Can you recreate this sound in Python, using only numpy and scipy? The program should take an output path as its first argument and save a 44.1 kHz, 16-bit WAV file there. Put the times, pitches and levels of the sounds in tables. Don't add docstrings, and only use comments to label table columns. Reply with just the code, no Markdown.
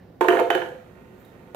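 import sys
import numpy as np
from scipy import signal
from scipy.fft import rfft, irfft, next_fast_len
from scipy.io import wavfile

SR = 44100
rng = np.random.default_rng(int(sys.argv[2]) if len(sys.argv) > 2 else 0)


def output_pcm(signal):
    pcm = np.clip(np.atleast_2d(signal).T, -1, 1) * 32767
    wavfile.write(sys.argv[1], SR, np.round(pcm).astype(np.int16))


def makeup_ratio(level_db):
    decades = np.asarray(level_db, float) / 20
    return 10 ** decades


N = 68355
LEFT_RIGHT = np.array([[1], [-1]])


def rms_one(x):
    return x / np.sqrt(np.mean(x ** 2) + 1e-20)


def in_time(rows):
    start_s, *columns_db = np.transpose(rows)
    t = np.arange(N) / SR
    return [makeup_ratio(np.interp(t, start_s, level_db)) for level_db in columns_db]


def at_hz(points, hz):
    points_hz, value = np.transpose(points)
    return np.interp(np.log(hz), np.log(points_hz), value)


def high_or_band(x, order, edge_hz, kind):
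    return signal.sosfilt(signal.butter(order, edge_hz, kind, fs=SR, output="sos"), x)


def colour(x, points, lead=((1, 0), (2, 0))):
    size = next_fast_len(x.shape[-1] + 4096)
    hz = np.arange(size // 2 + 1) * SR / size + 1
    response = makeup_ratio(at_hz(points, hz)) * np.exp(1j * at_hz(lead, hz))
    return irfft(rfft(x, size) * response, size)[..., :x.shape[-1]]


def bright_noise(spectrum, channels=1):
    noise = colour(rng.standard_normal((channels, N)), spectrum)
    return rms_one(high_or_band(noise, 2, 1200, "high")).squeeze()


def cracks(start_s, level_db, spectrum, t60_s, channels=1):
    clicks = np.full(N, 1e-18)
    clicks[(np.asarray(start_s) * SR).astype(int)] += makeup_ratio(level_db)
    fall = signal.lfilter([1], [1, -makeup_ratio(-60 / (t60_s * SR))], clicks)
    return fall * bright_noise(spectrum, channels)


def body(modes, start_s, level_db, chatter=0):
    contact_s, spread_db = 0.0006, 1.13
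    out = np.zeros(N)
    for k, (hz, mode_db, t60_s) in enumerate(modes):
        late_s = contact_s * abs(rng.standard_normal(len(start_s)))
        strike_db = level_db + spread_db * rng.standard_normal(len(start_s))
        clicks = np.full(N, 1e-18) + chatter
        np.add.at(clicks, np.minimum((start_s + late_s) * SR, N - 1).astype(int), makeup_ratio(strike_db))
        r, w = makeup_ratio(-60 / (t60_s * SR)), 2 * np.pi * hz / SR
        ring = signal.lfilter([0, np.sin(w)], [1, -2 * r * np.cos(w), r * r], clicks)
        out += (-1) ** k * makeup_ratio(mode_db) * ring
    return out


EDGES_HZ = 25 * 2 ** np.arange(0, 9.6, .5)


def bands(white):
    for k, (low_hz, high_hz) in enumerate(zip(EDGES_HZ, EDGES_HZ[1:])):
        yield np.sqrt(low_hz * high_hz), high_or_band(white[k % 2], 2, [low_hz, high_hz], "band")


# hz, likeness_0_to_1
DIFFUSE_LIKENESS = [(40, 0.93), (250, 0.88), (700, 0.33), (2000, 0.067), (10000, 0.031)]


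def diffuse(mid, side, hz):
    alike = at_hz(DIFFUSE_LIKENESS, hz)
    return np.sqrt(1 + alike) * mid + np.sqrt(1 - alike) * side * LEFT_RIGHT


# hz, level_db_per_hz
HUM_COLOUR = [(12, -36), (20, -36), (43, -7), (157, 1.5), (270, -2.5), (312, -8), (439, -5), (800, -16.5),
              (1500, -29), (1950, -67), (3300, -120)]
# hz, lean_db
HUM_LEAN = [(40, -.6), (150, -1.1), (400, -2.0), (1500, -2.2)]


def hum():
    out = 0
    for hz, noise in bands(rng.standard_normal((2, 2, N + SR // 4))):
        mid, side = noise[:, -N:]
        level_db = at_hz(HUM_COLOUR, hz) + at_hz(HUM_LEAN, hz) * LEFT_RIGHT
        out = out + makeup_ratio(level_db) * diffuse(mid, side, hz)
    return makeup_ratio(-49.5) * rms_one(out)


# hz, level_db_per_hz
HISS_COLOUR = [(900, -40), (1700, -14), (2900, -11), (5200, -14.5), (9500, -24), (12500, -14),
               (15500, -12.5)]


def hiss():
    return makeup_ratio(-71) * bright_noise(HISS_COLOUR, channels=2)


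# start_s, dull_db, bright_db
RUSTLE = [(0, -62.5, -88), (.18, -72, -94), (.9, -72, -81), (1.0, -94, -101), (1.13, -88, -91),
          (1.15, -72, -77), (1.175, -70, -73), (1.205, -68, -60.5), (1.235, -69, -70), (1.3, -67, -74),
          (1.43, -71, -88), (1.55, -90, -101)]
# hz, level_db_per_hz
RUSTLE_COLOUR = [(710, -41), (1200, 2), (1740, 11.5), (2470, -1), (3650, -4.5), (6000, -14), (7800, -48),
                 (13200, -120)]
# hz, level_db_per_hz
SWISH_COLOUR = [(4120, -27), (7000, -9), (10100, -18), (11600, -17), (13000, -1), (16000, -4)]


def rustle():
    dull, bright = in_time(RUSTLE)
    return dull * bright_noise(RUSTLE_COLOUR) + bright * bright_noise(SWISH_COLOUR)


# start_s, low_db, rim_db
DRAG = [
    (.2, -62.5, -71),
    (.215, -42, -36.5),
    (.27, -36, -44),
    (.3, -31.5, -36),
    (.385, -34, -37.5),
    (.41, -31.5, -50),
    (.435, -44.5, -53),
    (.51, -41.5, -53.5),
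    (.62, -43, -48),
    (.76, -61, -59.5),
]


def drag():
    grains_per_s = 700
    low, high = in_time(DRAG)
    size_db = 0.83 * np.minimum(rng.exponential(1, N), 4)
    sizes = makeup_ratio(size_db) * rng.choice([-1, 1], N)
    return low, high, sizes * (rng.random(N) < grains_per_s / SR)


# start_s, cavity_db, base_db, wall_db, rim_db
KNOCKS = [(0.2088, -14.5, -22, -18, -22.5), (0.2114, -13, -48, -23, -21.5), (0.2199, -52, -23, -25, -31),
          (0.2258, -19, -21, -38, -31), (.246, -53, -38, -21.5, -26), (0.283, -12, -35, -24, -17.5),
          (.2850, -21, -17, -20.5, -12.5), (0.2879, -12.5, -29, -30, -21), (0.2997, -28, -19, -28, -32),
          (0.308, -15, -29, -26, -26), (.329, -19.5, -17, -30.5, -27), (0.352, -13.5, -53, -29, -25.5),
          (.3698, -25, -19, -22.5, -23), (0.3785, -17.5, -43, -22, -36), (0.3904, -41, -58, -24, -20.5),
          (0.3961, -17, -34, -18.5, -22.5), (.4025, -54, -15, -19.5, -27), (.411, -17, -14, -27.5, -32),
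          (0.5017, -19.5, -19, -19, -19), (0.5046, -22.5, -16, -18, -17), (.530, -61, -41, -28, -29),
          (0.5498, -17.5, -17, -21.5, -23), (.555, -18, -14.5, -30, -41), (.576, -30, -31, -29.5, -28),
          (.6188, -28, -20, -26.5, -25.5), (.66, -52, -29, -37, -50), (.718, -43, -31, -54, -45),
          (.75, -61, -36, -50, -47), (1.5465, -64, -59, -25, -38.5)]
# pitch_hz, level_db, t60_s
CAVITY = [(280, -59, 0.056), (364, 0, 0.11), (409, -11, 0.17), (445.4, -8.5, 0.12)]
# pitch_hz, level_db, t60_s
BASE = [(499, -4, 0.11), (523, -3, 0.096)]
# pitch_hz, level_db, t60_s
WALL = [(655.5, -8, 0.12), (691.5, 0.5, 0.23), (818.3, -3.5, 0.15)]
# pitch_hz, level_db, t60_s
RIM = [(1229, -6.5, 0.031), (1388, 1.5, 0.029), (1442, 4, 0.011), (1857, -2, 0.023), (2124, -4.5, 0.015),
       (2233, -4, 0.017), (2370, -1.5, 0.01), (2574, -8, 0.024), (2730, -10, 0.02), (3036, -10.5, 0.015),
       (3269, -14, 0.043), (3710, -22, 0.013), (4430, -22, 0.021)]


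def knocks(low_chatter, rim_chatter):
    start_s, cavity_db, base_db, wall_db, rim_db = np.transpose(KNOCKS)
    return (body(CAVITY, start_s, cavity_db, low_chatter)
            + body(BASE, start_s, base_db, low_chatter)
            + body(WALL, start_s, wall_db, makeup_ratio(-13.5) * low_chatter)
            + body(RIM, start_s, rim_db, rim_chatter))


# start_s, level_db
PANEL_LEVELS = [(.2090, -16), (.2114, -14), (0.2263, -27), (.246, -15.5), (.2850, -15.5), (0.2878, -20),
                (.308, -15.5), (.329, -21), (0.3523, -26), (0.3794, -34.5), (0.3908, -17.5), (.3965, -26),
                (0.402, -25), (0.5019, -20), (.5501, -27), (0.6182, -27), (1.5465, -30.5)]
# pitch_hz, level_db, t60_s
PANEL = [(903, -3, 0.099), (993, -6.5, 0.069), (1064, -5.5, 0.062), (1109, -9.5, 0.026)]


def panel(rim_chatter):
    return body(PANEL, *np.transpose(PANEL_LEVELS), makeup_ratio(-7) * rim_chatter)


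# start_s, blade_db, shaft_db, crack_db
STEEL_HITS = [(0.2098, -66, -54, -32), (0.2144, -65, -25.5, -47.5), (0.2839, -58, -18.5, -27),
              (0.2888, -33, -36, -58), (0.3027, -29.5, -54, -46.5), (0.3692, -56, -27, -52),
              (0.3968, -66, -44, -33), (0.5027, -23, -27, -40), (.5030, -18.5, -23, -32),
              (0.55, -31, -23.5, -31), (0.588, -47, -37, -68), (0.6174, -59, -29.5, -67),
              (0.688, -60, -47, -57), (1.5465, -40, -62, -37.5)]
# pitch_hz, level_db, t60_s
BLADE = [(2937, 2, 0.065), (3091, -4, 0.052), (3043, -0.5, 0.046), (2977, -3.5, .07), (3180, -6.5, 0.045)]
# pitch_hz, level_db, t60_s
SHAFT = [(1602, 7.2, 0.031), (1708, 1.7, 0.07), (1760, 1.7, 0.038)]
# start_s, level_db
TREMBLE = [
    (.5, -92),
    (.504, -55),
    (.6, -57),
    (.625, -63),
    (.74, -80),
    (.8, -95),
]


def steel(grains):
    start_s, blade_db, shaft_db, _ = np.transpose(STEEL_HITS)
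    tremble, = in_time(TREMBLE)
    return body(BLADE, start_s, blade_db, tremble * grains) + body(SHAFT, start_s, shaft_db)


# start_s, level_db
SLAPS = [
    (.2122, -8.5),
    (0.25, -26),
    (0.2847, -6.5),
    (0.2889, -27),
    (.3545, -12),
    (.398, -33),
]
# pitch_hz, level_db, t60_s
SLAP = [(700, 0, .0035)]


def slaps():
    return body(SLAP, *np.transpose(SLAPS))


# hz, level_db_per_hz
CRACK_COLOUR = [(2060, -34), (3500, -0.5), (4540, -8), (5000, -15), (6280, -8), (8420, -9.5), (9140, -13),
                (11900, -7.5), (16000, -18.5)]


def contact_noise(rim_drag):
    likeness = 0.4
    start_s, _, _, crack_db = np.transpose(STEEL_HITS)
    own, shared = cracks(start_s, crack_db, CRACK_COLOUR, t60_s=0.033, channels=2)
    left = likeness * shared + np.sqrt(1 - likeness ** 2) * own
    drag_hiss = makeup_ratio(-11) * rim_drag * bright_noise(CRACK_COLOUR, channels=2)
    return np.array([left, shared]) + drag_hiss


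def pitcher():
    mouth_hz, contact_hz = 254, 4020
    low, high, grains = drag()
    rings = knocks(low * grains, high * grains) + panel(high * grains) + steel(grains) + slaps()
    return high_or_band(rings, 3, [mouth_hz, contact_hz], "band") + contact_noise(high)


# hz, t60_s
ROOM_T60 = [(200, 0.22), (600, 0.58), (1000, 0.36), (1700, 0.52), (2800, 0.32), (5000, 0.58), (12000, 0.48)]
# hz, level_db
ROOM_COLOUR = [(250, -3), (450, -1.5), (1000, 0), (2000, -4), (4000, 3), (7000, 0), (12000, -2)]


def kitchen(x):
    room_db, lean_db, first_echo_s = -5, -2.5, 0.0045
    t, echo = np.arange(SR) / SR, 0
    for hz, (mid, side) in bands(rng.standard_normal((2, 2, SR))):
        t60_s = at_hz(ROOM_T60, hz)
        fall = makeup_ratio(at_hz(ROOM_COLOUR, hz) - 60 * t / t60_s) / np.sqrt(t60_s * SR / 7)
        echo = echo + diffuse(mid, side, hz) * fall
    echo = echo * np.clip(t / first_echo_s - 1, 0, 1)
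    return signal.fftconvolve(x[None], echo, axes=1)[:, :N] * makeup_ratio(room_db + lean_db * LEFT_RIGHT)


# start_s, level_db
TICKS = [
    (1.146, -66),
    (1.2486, -52),
    (1.2763, -63),
    (1.3, -64),
    (1.38, -79),
    (1.425, -66),
]
# hz, level_db_per_hz
TICK_COLOUR = [(1500, -15), (3200, -10), (3750, 6), (4300, -12), (9000, -18), (11500, -3), (14500, -10),
               (16000, -8.5)]


def ticks():
    return cracks(*np.transpose(TICKS), TICK_COLOUR, t60_s=0.045)


# hz, level_db
LEAN = [(300, -5.5), (500, -3), (900, -9), (1500, -14), (2500, -14), (5000, -4.5), (9000, -14), (14000, 2)]
# hz, phase_rad
LEAD = [(860, 0.53), (1400, -2.5), (2150, -5.5), (9000, -4.5)]


def scene():
    hand_left_db = -5
    hand = rustle() + ticks()
    near_left, near_right = pitcher()
    left = colour(near_left, LEAN, LEAD) + makeup_ratio(hand_left_db) * hand
    right = near_right + hand
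    return np.array([left, right]) + kitchen(right) + hum() + hiss()


def low_pass(x):
    return signal.sosfilt(signal.butter(12, 15950, fs=SR, output="sos"), x)


def record(dry):
    dip_hz, dip_width_hz, dip_share = 3360, 170, 0.6
    peak, cutoff_hz = 1.15, 16800
    dip = signal.lfilter(*signal.iirpeak(dip_hz, dip_hz / dip_width_hz, fs=SR), dry)
    rounded = peak * np.tanh((dry - dip_share * dip) / peak)
    mix = signal.sosfilt(signal.cheby2(12, 70, cutoff_hz, fs=SR, output="sos"), rounded)
    return low_pass(mix)


dry = scene()
out = record(dry)
output_pcm(out)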